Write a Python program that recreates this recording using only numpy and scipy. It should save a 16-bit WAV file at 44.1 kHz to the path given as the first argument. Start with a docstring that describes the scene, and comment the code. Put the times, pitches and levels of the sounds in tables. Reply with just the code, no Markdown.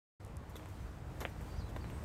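"""Steps on a paved street

Someone walks: heels ring and crunch on grit, soles slap, grit or cloth scuffs, beads tick.
Shaped noise gives wind, traffic wash and rustle; resonated noise gives two faint engine-like drones.
Steps are noise-driven resonances and short sagging tones; distant birds are gliding sines with echoes.
The sound starts after a fifth of a second of silence."""
import sys
import numpy as np
from scipy import signal
from scipy.fft import rfft, irfft
from scipy.io import wavfile
from scipy.ndimage import uniform_filter1d

SR = 44100
rng = np.random.default_rng(int(sys.argv[2]) if len(sys.argv) > 2 else 0)


def decibels_to_gain(level_db):
    """Convert a level in decibels to a linear amplitude gain (20 dB per decade)."""
    exponent = np.asarray(level_db, float) / 20
    return 10 ** exponent


def log_audio(samples):
    """Write samples as a 16-bit WAV file to the path given in sys.argv[1]."""
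    # one column per channel
    frames = np.atleast_2d(samples).T
    # limit to full scale, then quantise
    limited = np.clip(frames, -1, 1)
    pcm = np.round(limited * 32767).astype(np.int16)
    wavfile.write(sys.argv[1], SR, pcm)


N = 90272
START_S = .197

# Shared spectrum of the street noise. Each row: frequency in Hz, relative density in dB.
STREET_SPECTRUM = [(15, -28), (27, -31), (40, -11), (60, 2.5), (90, -4), (125, -8), (180, -14), (300, -18),
                   (500, -18.5), (1000, -21), (2000, -30.5), (3000, -37.5), (4200, -41.5), (6000, -43.5),
                   (8500, -42.5), (10000, -48.5), (13000, -47), (15600, -50.5), (16000, -64)]
# Swell of the wind, before its lumps. Each row: time in seconds, rms level in dB.
WIND_LEVEL = [(.2, -50.5), (.42, -47), (.6, -52), (.85, -46.5), (1.0, -50), (1.15, -45), (1.33, -47),
              (1.5, -46), (1.7, -47), (1.82, -44), (2.05, -45.5)]
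# Swell of the traffic wash. Each row: time in seconds, rms level in dB.
WASH_LEVEL = [(.2, -59), (.6, -57), (1.0, -57.5), (1.35, -55.5), (1.7, -55), (2.05, -54)]
# Swell of leaves and cloth. Each row: time in seconds, rms level in dB.
RUSTLE_LEVEL = [(.2, -73.5), (.4, -77.5), (.58, -71), (.8, -69), (1.05, -74.5), (1.24, -66), (1.35, -70.5),
                (1.48, -66.5), (1.65, -70.5), (1.8, -70), (2.05, -67)]
WIND_TOP_HZ, RUSTLE_FROM_HZ = 203.5, 4000
PATCHY_DB, LUMPY_DB = 0.58, -1  # rms depths; the sign only flips the lumps

# Engine-like drones. Each row: frequency in Hz, width of each of two passes in Hz, rms level in dB.
DRONE_TONES = [(97.9, 3.6, -59), (309.2, 4.6, -65)]

# Bird whistles. Each row: start in seconds, length in seconds, first pitch in Hz, last pitch in Hz,
# level in dB before flutter and echoes.
BIRD_NOTES = [(0.8, .07, 6220, 5900, -79), (1.479, 0.092, 4650, 4650, -71), (1.567, 0.047, 5000, 4600, -69),
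              (1.568, 0.016, 5900, 5920, -64), (1.584, 0.041, 5540, 3820, -66.5),
              (1.622, 0.068, 4100, 3950, -72.5), (1.675, 0.0287, 3900, 2940, -72),
              (1.807, 0.0205, 4850, 4330, -67.5), (1.825, 0.019, 4530, 4000, -68),
              (1.845, 0.026, 4050, 3950, -70), (1.92, 0.062, 8330, 8130, -73),
              (2.026, 0.022, 8330, 8150, -69)]
BIRD_BLUR_HZ, BIRD_FLUTTER, BIRD_WOBBLE_HZ = 180, .35, 45  # noise filter width, rms depths
BIRD_ECHO_S, BIRD_ECHO_DB = .018, -3

# Bead ticks. Each row: start in seconds, peak level in dB, centre frequency in Hz.
BEAD_TICKS = [(.2490, -41.5, 8950), (0.264, -49, 8500), (.2792, -52, 8800), (0.369, -38, 8760),
              (0.6584, -46.5, 8560)]
TICK_SIGMA_S = .00006

# Spectrum of crunching grit. Each row: frequency in Hz, relative level in dB.
GRIT_SPECTRUM = [(3500, -48), (5200, 3), (6700, 9), (9500, 2), (12500, 8), (15000, 2.5), (15900, -24),
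                 (16500, -40)]
GRAIN_DB = 2.2  # mean random boost per sample

# Scuffs of grit or cloth. Each row: start in seconds, level in dB, decay time in seconds.
SCUFF_EVENTS = [(.4938, -64.5, 0.017), (0.686, -69, 0.025), (1.295, -64.5, .01), (1.409, -65.5, 0.022),
                (1.6906, -64.5, 0.017), (1.900, -63.5, 0.01)]

# Heel strikes. Each row: start in seconds, blow gain in dB, grit gain in dB, rattle decay in seconds,
# tilt of the modes in dB per octave.
HEEL_STRIKES = [(0.556, -49, -64, 0.0036, -0.5), (0.5643, -61, -62, 0.0078, 5),
                (1.205, -51, -54, 0.0043, 1), (1.211, -50, -61.5, 0.019, -3.5),
                (1.763, -54.5, -70.5, .008, -5.5)]
# Heel resonances. Each row: frequency in Hz, width of each of two passes in Hz, gain in dB before tilt.
HEEL_RESONANCES = [(416, 420, 1.5), (607, 460, 0.5), (920, 620, 3.5), (1280, 840, 1), (1800, 450, -1),
                   (2600, 750, -5), (3440, 450, -1.5)]
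RATTLE_PER_S, FIRST_BLOW = 2500, 1.3
CRACK_S, CRACK_DB = 0.00054, 3.5
GRIT_TAIL_DB, GRIT_TAIL_S = -2.5, 0.075  # time to fall 26 dB

# Sole slaps. Each row: start in seconds, snap gain in dB, snap frequency in Hz,
# thud gain in dB before doubling.
SOLE_SLAPS = [(0.5965, -47, 2600, -46), (0.6313, -50, 2270, -51.5), (.6587, -45.5, 2140, -50),
              (1.2517, -23, 2330, -30.5), (1.4094, -43, 1960, -50), (1.8435, -41, 2210, -43.5),
              (1.9007, -42, 2660, -45.5)]
SNAP_SIGMA_S, SOLE_EDGE_HZ = .0002, 3800
THUD_TOP_HZ, THUD_END_HZ = 1100, 330
THUD_DELAY_S, THUD_FALL_S, THUD_FADE_S = .0003, .0013, .0016
WALL_S, WALL_DB = .0058, -9
SLAP_TAIL_DB, SLAP_TAIL_S = -21.5, 0.046  # dB re snap gain; time to fall 26 dB


def evened(x):
    """Scales to rms 1."""
    return x / np.sqrt(np.mean(x ** 2) + 1e-20)


def read(points, hz):
    """Reads a spectrum on a log-frequency axis."""
    f, value = np.transpose(points)
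    return np.interp(np.log(hz + 1), np.log(f + 1), value)


def add(mix, s, sound):
    """Mixes a sound in at time s."""
    part = mix[round(s * SR):][:len(sound)]
    part += sound[:len(part)]


def resonate(x, hz, width_hz):
    """One-pole resonance: shift the pitch to zero, low-pass, shift back."""
    turn = np.exp(2j * np.pi * np.cumsum(hz * np.ones(len(x))) / SR)
    r = np.exp(-np.pi * width_hz / SR)
    return 2 * (turn * signal.lfilter([1 - r], [1, -r], x / turn + 1e-18)).real


def resonate_twice(x, hz, width_hz):
    """Two equal resonances in series, for steeper skirts."""
    return resonate(resonate(x, hz, width_hz), hz, width_hz)


def coloured(x, points):
    """Filters a sound by a spectrum table."""
    gain = decibels_to_gain(read(points, np.fft.rfftfreq(len(x), 1 / SR)))
    return irfft(rfft(x) * gain, len(x))


def street():
    """Lumpy wind, traffic wash and rustle: bands of one patchy noise, each with its own swell."""
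    frames, hz = N // 256 + 5, np.fft.rfftfreq(2048, 1 / SR)[:, None]
    a, b, patches = rng.standard_normal((frames, 1025, 3)).T
    patches = uniform_filter1d(patches, size=30, axis=0)  # across frequency
    patches = evened(uniform_filter1d(patches, size=14, axis=1))  # across time
    z = (a + 1j * b) * decibels_to_gain(read(STREET_SPECTRUM, hz) + PATCHY_DB * patches)
    t = np.arange(N) / SR

    def band(share, curve):
        """One power share of the noise under its level curve."""
        noise = signal.istft(z * np.sqrt(share), nperseg=2048, noverlap=1792)[1][:N]
        return evened(noise) * decibels_to_gain(np.interp(t, *np.transpose(curve)))

    low = 1 / (1 + (hz / WIND_TOP_HZ) ** 4)
    high = 1 - 1 / (1 + (hz / RUSTLE_FROM_HZ) ** 4)
    wind = band(low, WIND_LEVEL)
    wash = band(np.clip(1 - low - high, 0, 1), WASH_LEVEL)
    rustle = band(high, RUSTLE_LEVEL)
    lumps = evened(sum(np.sin(2 * np.pi * (f * t + rng.random())) / np.sqrt(f)
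                       for f in np.geomspace(3, 25, num=20)))
    return wind * decibels_to_gain(LUMPY_DB * lumps) + wash + rustle


def drones():
    """Narrow resonances on noise: wavering low tones."""
    return sum(decibels_to_gain(db) * evened(resonate_twice(rng.standard_normal(N), hz, width_hz))
               for hz, width_hz, db in DRONE_TONES)


def bird(s, length_s, from_hz, to_hz, db):
    """A gliding sine with random flutter and wobble, smeared by decaying noise echoes."""
    n = round(length_s * SR)
    u = np.arange(n) / n
    shake, wobble = (evened(resonate_twice(v, 0, BIRD_BLUR_HZ))[:n]
                     for v in rng.standard_normal((2, 6000)))
    flutter = 1 + BIRD_FLUTTER * shake
    hz = from_hz + (to_hz - from_hz) * u + BIRD_WOBBLE_HZ * wobble
    note = np.sin(2 * np.pi * np.cumsum(hz) / SR) * np.sin(np.pi * u) ** 0.17 * flutter
    echoes = rng.standard_normal(4000) * np.exp(-np.arange(4000) / SR / BIRD_ECHO_S)
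    echoes *= decibels_to_gain(BIRD_ECHO_DB) / np.linalg.norm(echoes)
    echoes[0] = 1  # direct sound
    return s, decibels_to_gain(db) * np.sqrt(2) * signal.fftconvolve(note, echoes)


def tick(s, db, hz):
    """Two beads touch: a very short cosine under a bell curve."""
    t = np.arange(-20, 21) / SR
    return s, decibels_to_gain(db) * np.cos(2 * np.pi * hz * t) * np.exp(-.5 * (t / TICK_SIGMA_S) ** 2)


def grit(samples):
    """Bright crunchy noise made of uneven grains."""
    grains = decibels_to_gain(GRAIN_DB * rng.exponential(1, samples))
    return evened(coloured(rng.standard_normal(samples) * grains, GRIT_SPECTRUM))


def scuff(s, db, decay_s):
    """A brief rub of grit noise, quick in and slower out."""
    t = np.arange(3000) / SR
    return s, decibels_to_gain(db) * grit(len(t)) * np.minimum(t / 0.0012, 1) * np.exp(-(t / decay_s) ** 2)


def heel(s, blow_db, grit_db, decay_s, tilt_db):
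    """A rattle of small impacts rings the heel modes while grit crunches and lingers."""
    t = np.arange(5000) / SR
    burst = np.minimum(t / 0.00023, 1) * np.exp(-(t / decay_s) ** 1.5)
    size, chance = rng.standard_normal(len(t)), rng.random(len(t))
    impacts = size * (0.14 + (chance < RATTLE_PER_S / SR))  # sparse hits over faint noise
    first = FIRST_BLOW * (np.arange(len(t)) == 14)
    drive = evened(impacts + first) * burst
    body = 0
    for hz, width_hz, db in HEEL_RESONANCES:
        gain = decibels_to_gain(db + tilt_db * np.log2(hz / 1000)) * np.sqrt(SR / (2 * width_hz))
        body = body + gain * resonate_twice(drive, hz, width_hz)
    crunch = burst * (1 + decibels_to_gain(CRACK_DB) * np.exp(-t / CRACK_S))
    linger = decibels_to_gain(GRIT_TAIL_DB) * np.exp(-t / GRIT_TAIL_S * 3)
    return s, decibels_to_gain(blow_db) * body + decibels_to_gain(grit_db) * grit(len(t)) * (crunch + linger)


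def slap(s, snap_db, hz, thud_db):
    """A snap of about two cycles, a thud sagging in pitch, one wall echo and a short dull tail."""
    lead_s = .002  # room for the rise of the snap
    t = np.arange(3000) / SR - lead_s
    after = np.maximum(t - THUD_DELAY_S, 0)
    snap = np.sin(2 * np.pi * hz * t) * np.exp(-(t / SNAP_SIGMA_S) ** 2 / 2)
    sag_hz = THUD_END_HZ + (THUD_TOP_HZ - THUD_END_HZ) * np.exp(-after / THUD_FALL_S)
    thud = np.sin(2 * np.pi * np.cumsum(sag_hz * (after > 0)) / SR - 1.2)
    thud = thud * np.minimum(after / 0.0003, 1) * np.exp(-after / THUD_FADE_S)
    dull = signal.firwin(numtaps=81, cutoff=SOLE_EDGE_HZ, fs=SR)
    knock = np.convolve(decibels_to_gain(snap_db) * snap + decibels_to_gain(thud_db) * 2 * thud, dull, "same")
    echo = decibels_to_gain(WALL_DB) * np.roll(knock, round(WALL_S * SR))
    tail = evened(np.convolve(knock, rng.standard_normal(len(t)))[:len(t)])
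    tail = tail * np.exp(-after / SLAP_TAIL_S * 3) * np.minimum(after / WALL_S, 1) ** 2
    return s - lead_s, knock + echo + decibels_to_gain(snap_db + SLAP_TAIL_DB) * tail


def scene():
    """The street with birds, ticks and steps on top."""
    mix = street() + drones()
    for source, table in ((bird, BIRD_NOTES), (tick, BEAD_TICKS), (scuff, SCUFF_EVENTS),
                          (heel, HEEL_STRIKES), (slap, SOLE_SLAPS)):
        for row in table:
            add(mix, *source(*row))
    return mix[None]


def band_limit(x):
    """A steep low-pass at the top of the band."""
    return signal.sosfilt(signal.butter(12, 16470, fs=SR, output="sos"), x)


def record(dry):
    """Silence until START_S, then a 6.5 ms linear fade-in."""
    gate = np.clip((np.arange(N) / SR - START_S) / 0.0065, 0, 1)
    return band_limit(dry * gate)


dry = scene()
out = record(dry)
log_audio(out)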